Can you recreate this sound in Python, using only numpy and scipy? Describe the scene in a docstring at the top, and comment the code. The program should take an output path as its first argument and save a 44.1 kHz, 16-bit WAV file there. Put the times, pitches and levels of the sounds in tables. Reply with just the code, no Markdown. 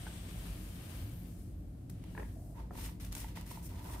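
"""A small room with a low hum. A cotton cloth is drawn across an ironing board: its threads catch
and let go in a hiss, and the taut cloth sticks and slips ever faster. The hiss fades; the iron is
picked up with a click and a stick-slip creak of its plastic handle, then set down with a thud.
It swishes over the cloth in short strokes, clicking and knocking on the hollow, padded board."""
import sys
import numpy as np
from scipy import signal
from scipy.fft import rfft, irfft
from scipy.io import wavfile

SR = 44100
rng = np.random.default_rng(int(sys.argv[2]) if len(sys.argv) > 2 else 0)


def generate_wav(signal):
    """Clip the signal to [-1, 1] and save it as 16-bit WAV at the path in sys.argv[1]."""
    frames = np.transpose(np.atleast_2d(signal))
    scaled = np.clip(frames, -1, 1) * 32767
    pcm = np.round(scaled).astype(np.int16)
    wavfile.write(sys.argv[1], SR, pcm)


N = 176400
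T = np.arange(N) / SR
HZ = np.maximum(np.arange(N // 2 + 1) * SR / N, 1)
LN_1000 = np.log(1000)  # 60 dB of decay

# stereo position of cloth and iron: freq_hz, left_minus_right_db
CLOTH_PAN = [(600,-2),(1400,3),(3100,5),(6000,1.5),(7500,-3),(8700,8.5),(15000,11)]
IRON_PAN = [(300,3),(650,1.5),(950,-3.5),(2000,1.5),(4000,0.5),(7500,-3),(8700,7.5),(9800,4),(11500,8.5),(15000,3.5)]


def cloth():
    """Cloth pulled over the cover: fine hiss above a duller rub, with a keen edge at first."""
    # envelopes: time_s, level_db
    hiss_levels = [(0,-61),(.29,-60.5),(.46,-57),(.75,-59.5),(.96,-58),(1.2,-66),(1.3,-66),(1.42,-64.5),(1.56,-77),(1.93,-76.5),(2.2,-66),(2.5,-69),(2.7,-82)]
    edge_levels = [(.12,-61.5),(.47,-69.5),(.8,-100)]
    rub_levels = [(0,-59),(.25,-60),(.52,-58),(.63,-63.5),(.85,-59.5),(1.0,-58.5),(1.14,-66),(1.6,-82),(1.88,-86),(1.92,-75.5),(2.1,-67.5),(2.3,-70),(2.4,-86)]
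    # spectra: freq_hz, gain_db
    hiss_colour = [(2500,-33),(4500,-5.5),(7600,-2),(8900,.5),(10200,-4),(11100,-0.5),(11900,-3),(12600,0.5),(13700,-8),(15300,-6)]
    edge_colour = [(2300,-26),(3300,-1.5),(4200,-14),(7600,-9),(8150,1),(9500,-11),(13000,-22)]
    rub_colour = [(700,3),(1100,-1),(2200,-1.5),(3050,-1),(4000,-4.5),(5500,-11.5),(8000,-23)]
    hiss = friction(hiss_colour, CLOTH_PAN, grain_db=0.7, catch_hz=597, flutter_db=0.7)
    edge = friction(edge_colour, CLOTH_PAN, grain_db=2.0, catch_hz=400, flutter_db=1.7)
    rub = friction(rub_colour, CLOTH_PAN, grain_db=0.9, catch_hz=300, flutter_db=0.8)
    return (hiss * from_db(curve(hiss_levels) - 1.53)
            + edge * from_db(curve(edge_levels))
            + rub * from_db(curve(rub_levels) + 0.92))


def chatter():
    """Taut cloth sticks and slips ever faster; each slip ticks and thumps the padded cover."""
    # stick-slip track: time_s, rate_hz, level_db
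    track = [(0.882,45,-73),(0.976,52,-60),(1.049,106,-64.5),(1.109,108,-66),(1.189,170,-64.5),(1.3,190,-73)]
    # tick spectrum: freq_hz, gain_db
    tick_colour = [(8000,-16),(11800,-2),(12700,6),(13700,-5),(15000,-4)]
    cover_hz, cover_width_hz, cover_db = 94.5, 30, 13
    slip_t60_s, jitter_db = 0.014, 0.3
    thump_follow = 0.91  # share of the ticks' level swing
    times_s, rates_hz, levels_db = np.transpose(track)
    rate_hz = np.interp(T, times_s, rates_hz) * from_db(jitter_db * drift(32))
    since_slip_s = np.cumsum(rate_hz) / SR % 1 / rate_hz
    slips = np.exp(-LN_1000 * since_slip_s / slip_t60_s)
    level_db, peak_db = np.interp(T, times_s, levels_db), levels_db.max()
    ticks = from_db(level_db) * coloured(noise_pair() * slips, tick_colour, CLOTH_PAN)
    cover = signal.lfilter(*signal.iirpeak(cover_hz, cover_hz / cover_width_hz, fs=SR), slips)
    thumps = from_db(cover_db + peak_db + thump_follow * (level_db - peak_db)) * rms_one(cover)
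    gate = stroke(times_s[0], rise_s=0.0047, length_s=times_s[-1] - times_s[0], db=0)
    return (ticks + thumps) * gate


def soleplate():
    """Each stroke of the iron gives a bright, gritty swish and a lower drag."""
    # strokes: start_s, rise_s, length_s, level_db, swell_db, release_s, brightness_db
    strokes = [(2.54,0.036,0.067,-75.5,1,0.048,-10),(2.72,0.054,.14,-56,5,0.033,-3),(2.824,.015,.03,-53,0,0.041,8),(3,0.0033,.061,-55,-4,0.035,-1),(3.105,.027,.069,-59,-8,.043,-5),(3.162,.006,.05,-51,0.5,0.042,-.5),(3.28,.005,0.018,-57,-8,0.045,-3),(3.351,.012,0.024,-56.5,-3.5,0.044,-6),(3.455,0.004,0.053,-62.5,7.5,.043,-2),(3.501,.005,0.067,-54,-5,0.047,1),(3.614,0.018,0.053,-58,7.5,0.016,6.5),(3.686,.003,0.11,-62,0,0.04,-2),(3.8,0.047,.14,-61,7.5,0.055,-1.5)]
    # spectra: freq_hz, gain_db
    swish_colour = [(2500,-29),(4300,-17),(5300,1.5),(6400,-0.5),(7800,1),(8750,7),(9800,1),(11300,3),(12500,4),(14000,2),(15300,2.5)]
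    drag_colour = [(250,6.5),(500,1),(900,2),(1400,-1),(1950,1.5),(2700,.5),(3600,-1),(5200,-4),(9000,-10.5)]
    swish_db, drag_db, grit_db, grit_per_s = -2, -2.5, -9, 250
    swish_power = drag_power = 0
    for *timing, db, swell_db, release_s, brightness_db in strokes:
        swish_power += stroke(*timing, db, swell_db, release_s) ** 2
        drag_power += stroke(*timing, db - brightness_db, 0.56 * swell_db, 1.27 * release_s) ** 2
    # single threads snap past the soleplate
    snaps = rng.uniform(-0.71, 1, (2, N)) * (rng.random(N) < grit_per_s / SR)
    grit = from_db(grit_db) * rms_one(snaps) / np.sqrt(2)
    swish = friction(swish_colour, IRON_PAN, grain_db=1.7, catch_hz=397, flutter_db=1.2, grit=grit)
    drag = friction(drag_colour, IRON_PAN, grain_db=1.5, catch_hz=200, flutter_db=0.95)
    return (from_db(swish_db) * np.sqrt(swish_power) * swish
            + from_db(drag_db) * np.sqrt(drag_power) * drag)


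def board():
    """The hollow board drones under the moving iron, thuds under its weight, rings at its knocks."""
    # iron pressing down: start_s, rise_s, length_s, level_db, swell_db
    presses = [(2.539,0.028,0.064,-58.5,2.5),(3.693,0.023,0.3,-61.5,3),(3.843,0.0091,.12,-55,1)]
    # iron lifted and set down: start_s, rise_s, length_s, level_db, release_s
    thuds = [(2.158,.028,0.056,-47,0.024),(2.706,.002,0.012,-50.5,0.051)]
    # spectra: freq_hz, gain_db
    drone_colour = [(200,-10),(330,7),(520,-6),(680,2.5),(770,-7),(890,6),(980,5),(1120,-4.5),(1400,-9.5),(2000,-11),(3500,-33.5)]
    thud_colour = [(150,-8),(350,5.5),(700,-9.5),(1300,-15),(3000,-35)]
    # iron hitting the board: start_s, level_db, tilt_db_per_octave
    knocks = [(2.039,-53.5,12),(2.753,-45,4.5),(2.784,-46.5,-4),(2.888,-48.5,9),(3.164,-48,0),(3.244,-41,5.5),(3.372,-36.5,4.5),(3.512,-38.5,1),(3.572,-41.5,-1.5)]
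    # board modes: freq_hz, gain_db, t60_s
    modes = [(309,-11.5,0.054),(675,-11,0.022),(900,-3.5,0.039),(969,-2.5,0.022),(1330,-12,0.0069),(2030,-13.5,0.012),(2900,-16.5,0.0042)]
    weight = np.sqrt(sum(stroke(*press, release_s=0.044) ** 2 for press in presses))
    drone = weight * friction(drone_colour, IRON_PAN, grain_db=0.5, catch_hz=118, flutter_db=1.0)
    thud_envelope = sum(stroke(*thud, release_s=release_s) for *thud, release_s in thuds)
    thudding = thud_envelope * coloured(noise_pair(), thud_colour, IRON_PAN)
    ringing = sum(struck(start_s, db, modes, tilt_db_per_octave=tilt) for start_s, db, tilt in knocks)
    return drone + thudding + in_room(ringing, wet_db=-4.5, pan_db=-7.0)


def handle():
    """The plastic handle sticks and slips over a rough rattle; the iron's body rings on landing."""
    # creak: start_s, level_db, pitch_ratio
    slips = [(.067,-36.5,0.88),(.075,-41.5,0.9),(2.15,-42,0.98),(2.167,-48,0.82),(2.177,-34,1.02),(2.181,-37.5,0.94),(2.198,-42,1.02),(2.23,-44,1.08)]
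    # modes: freq_hz, gain_db, t60_s
    handle_modes = [(415,-11,0.02),(1000,-7,0.021),(1350,-15.5,0.011),(1700,-1.5,0.018),(1860,-2.5,0.011),(2360,-12.5,0.008)]
    iron_modes = [(420,-4,.05),(730,-2,0.047),(1000,-1.5,0.016),(1306,-6,0.027),(1810,-8.5,.018)]
    # shell rattling as it takes the weight: start_s, rise_s, length_s, level_db, swell_db, release_s
    rattle_shape = (2.14, .04, .085, -57, 1, .025)
    # rattle spectrum: freq_hz, gain_db
    rattle_colour = [(650,-4),(920,11.5),(1150,-12),(1800,0),(2300,-3.5),(4000,-27)]
    creak = sum(struck(start_s, db, handle_modes, ratio) for start_s, db, ratio in slips)
    landing = struck(start_s=2.708, db=-43, modes=iron_modes)
    rattle = friction(rattle_colour, IRON_PAN, grain_db=5, catch_hz=220, flutter_db=1.5)
    return in_room(creak + landing, wet_db=-7.5, pan_db=0.5) + stroke(*rattle_shape) * rattle


def clicks():
    """Plastic and metal click: brief cracks of noise with a faint tail."""
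    # clicks: start_s, level_db
    hits = [(1.897,-44),(1.9,-43.5),(2.04,-50),(2.851,-42),(2.861,-39),(2.999,-49),(3.048,-38.5),(3.122,-40),(3.126,-33.5),(3.151,-30),(3.154,-43),(3.371,-48),(3.411,-41),(3.464,-47.5),(3.514,-41)]
    # crack spectrum: freq_hz, gain_db
    crack_colour = [(1500,-1.5),(4500,-2.5),(7000,0),(9000,1),(15500,-3.5)]
    rise_s, crack_t60_s, tail_t60_s, tail_db = 0.00043, 0.0092, 0.41, -24
    envelope = 0
    for start_s, db in hits:
        age_s = np.maximum(T - start_s, 0)
        attack = np.minimum(age_s / rise_s, 1)
        crack = np.exp(-LN_1000 * age_s / crack_t60_s)
        tail = from_db(tail_db) * np.exp(-LN_1000 * age_s / tail_t60_s)
        envelope += from_db(db - 4.5) * attack * (crack + tail)
    return envelope * coloured(noise_pair(), crack_colour, IRON_PAN)


def faint_tones():
    """A thin whistle of the cloth, then a soft rubbing groan as the iron is carried."""
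    # brief resonances: start_s, length_s, pitch_hz, width_hz, level_db
    tones = [(1.547,.15,11870,60,-83),(2.355,.16,655,70,-64)]
    rise_s = 0.0047
    return sum(stroke(start_s, rise_s, length_s, db) * resonance(hz, width_hz)
               for start_s, length_s, hz, width_hz, db in tones)


def room_hum():
    """Steady low rumble with a wavering hum, as of a fan."""
    # rumble spectrum: freq_hz, gain_db
    colour = [(22,-38),(32,-12.5),(48,0),(70,-2),(105,2.5),(145,-5.5),(200,-9),(300,-8.5),(400,-21.5),(680,-25),(900,-35.5),(2500,-45),(6000,-50.5),(12000,-50),(15500,-58)]
    # rumble position: freq_hz, left_minus_right_db
    pan = [(100,0),(600,4),(3000,-1),(12000,-3)]
    # humming resonances: pitch_hz, width_hz, level_db
    hums = [(52.44,6.5,-48.5),(87.8,9.5,-55),(176.1,11.7,-56)]
    rumble = from_db(-48) * coloured(noise_pair(), colour, pan)
    return rumble + sum(from_db(db) * resonance(hz, width_hz) for hz, width_hz, db in hums)


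def friction(colour, pan, grain_db, catch_hz, flutter_db, grit=0):
    """Countless threads catch and let go: noise in tiny clumps, under uneven pressure."""
    threads = noise_pair() + grit
    clumps = from_db(grain_db * drift(catch_hz) + flutter_db * drift(26))
    return rms_one(reflected(coloured(threads * clumps, colour, pan)))


def stroke(start_s, rise_s, length_s, db, swell_db=0, release_s=0.045):
    """Envelope: linear attack, swell over length_s, then exponential release."""
    age_s = T - start_s
    attack = np.clip(age_s / max(rise_s, .002), 0, 1)
    release = np.exp(-np.maximum(age_s - length_s, 0) / release_s)
    return attack * release * from_db(db + swell_db * np.clip(age_s / length_s, 0, 1))


def struck(start_s, db, modes, pitch_ratio=1, tilt_db_per_octave=0, spread_db=2.33):
    """One hit rings every mode, each with a random strength."""
    out, start = np.zeros(N), int(start_s * SR)
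    t = T[:min(SR // 4, N - start)]
    pivot_hz = modes[2][0]
    for k, (hz, mode_db, t60_s) in enumerate(modes):
        tilt_db = tilt_db_per_octave * np.log2(hz / pivot_hz)
        gain = from_db(db + mode_db + tilt_db + spread_db * rng.standard_normal())
        ring = np.sin(2 * np.pi * hz * pitch_ratio * t) * np.exp(-LN_1000 * t / t60_s)
        out[start:start + len(t)] += (-1) ** k * gain * ring
    return out


def resonance(hz, width_hz):
    """Noise through one resonance, rms 1; a wavering tone when narrow."""
    return rms_one(irfft(rfft(rng.standard_normal(N)) / (1 + ((HZ - hz) / width_hz) ** 2), N))


def drift(corner_hz):
    """Low-passed random motion, rms 1."""
    return resonance(0, corner_hz)


def reflected(x, echo_db=-8.5, span_s=.009, count=16, low_cut_hz=800):
    """Weak early echoes from board and wall ripple the spectrum, differently at each ear."""
    lags_s = rng.random((2, count)) * span_s + .001
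    gains = rng.choice([-1., 1.], lags_s.shape) / np.sqrt(count)
    echoes = np.zeros((2, N))
    np.put_along_axis(echoes, (lags_s * SR).astype(int), gains, axis=1)
    ripple = from_db(echo_db) * rfft(echoes) * HZ / (HZ + low_cut_hz)
    return irfft(rfft(x) * (1 + ripple), N)


def in_room(x, wet_db, pan_db, t60_s=0.51):
    """Direct sound plus a short diffuse tail, different at each ear."""
    t = T[:SR // 2]
    tail = rng.standard_normal((2, len(t))) * np.exp(-LN_1000 * t / t60_s) * (t > .003)
    tail /= np.sqrt(np.sum(tail ** 2, axis=1, keepdims=True))
    wet = signal.fftconvolve(x[None], tail, axes=1)[:, :N]
    return (x + from_db(wet_db) * wet) * panned(pan_db)


def coloured(pair, colour, pan):
    """Two unrelated signals to stereo of a given spectrum and position."""
    # likeness of left and right: freq_hz, correlation
    likeness = [(170,0.97),(350,0.84),(700,0.16),(1400,0.032),(2800,0)]
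    correlation = at_hz(likeness)
    mid, side = rfft(pair)
    stereo = np.sqrt(1 + correlation) * mid + np.sqrt(1 - correlation) * side * [[1], [-1]]
    return rms_one(irfft(stereo * from_db(at_hz(colour)) * panned(at_hz(pan)), N))


def noise_pair():
    """Two independent white noises."""
    return rng.standard_normal((2, N))


def curve(rows):
    """Rows of (time_s, value) at every sample."""
    return np.interp(T, *np.transpose(rows))


def at_hz(rows):
    """Rows of (freq_hz, value) at every FFT bin."""
    hz, value = np.transpose(rows)
    return np.interp(np.log(HZ), np.log(hz), value)


def panned(db):
    """Left and right gains for a level difference."""
    return from_db(np.array([[.5], [-.5]]) * db)


def from_db(db):
    """Decibels to gain."""
    return 10 ** (np.asarray(db) / 20)


def rms_one(x):
    """Scale the mean of the channels to rms 1."""
    return x / np.sqrt(np.mean(np.atleast_2d(x).mean(0) ** 2) + 1e-20)


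def scene():
    """Cloth, iron and board over the hum of the room."""
    return cloth() + chatter() + faint_tones() + soleplate() + board() + handle() + clicks() + room_hum()


def record(dry):
    """Steep low-pass on the top treble."""
    cutoff_hz = 15550
    return signal.sosfilt(signal.ellip(12, .1, 80, cutoff_hz, fs=SR, output="sos"), dry)


dry = scene()
out = record(dry)
generate_wav(out)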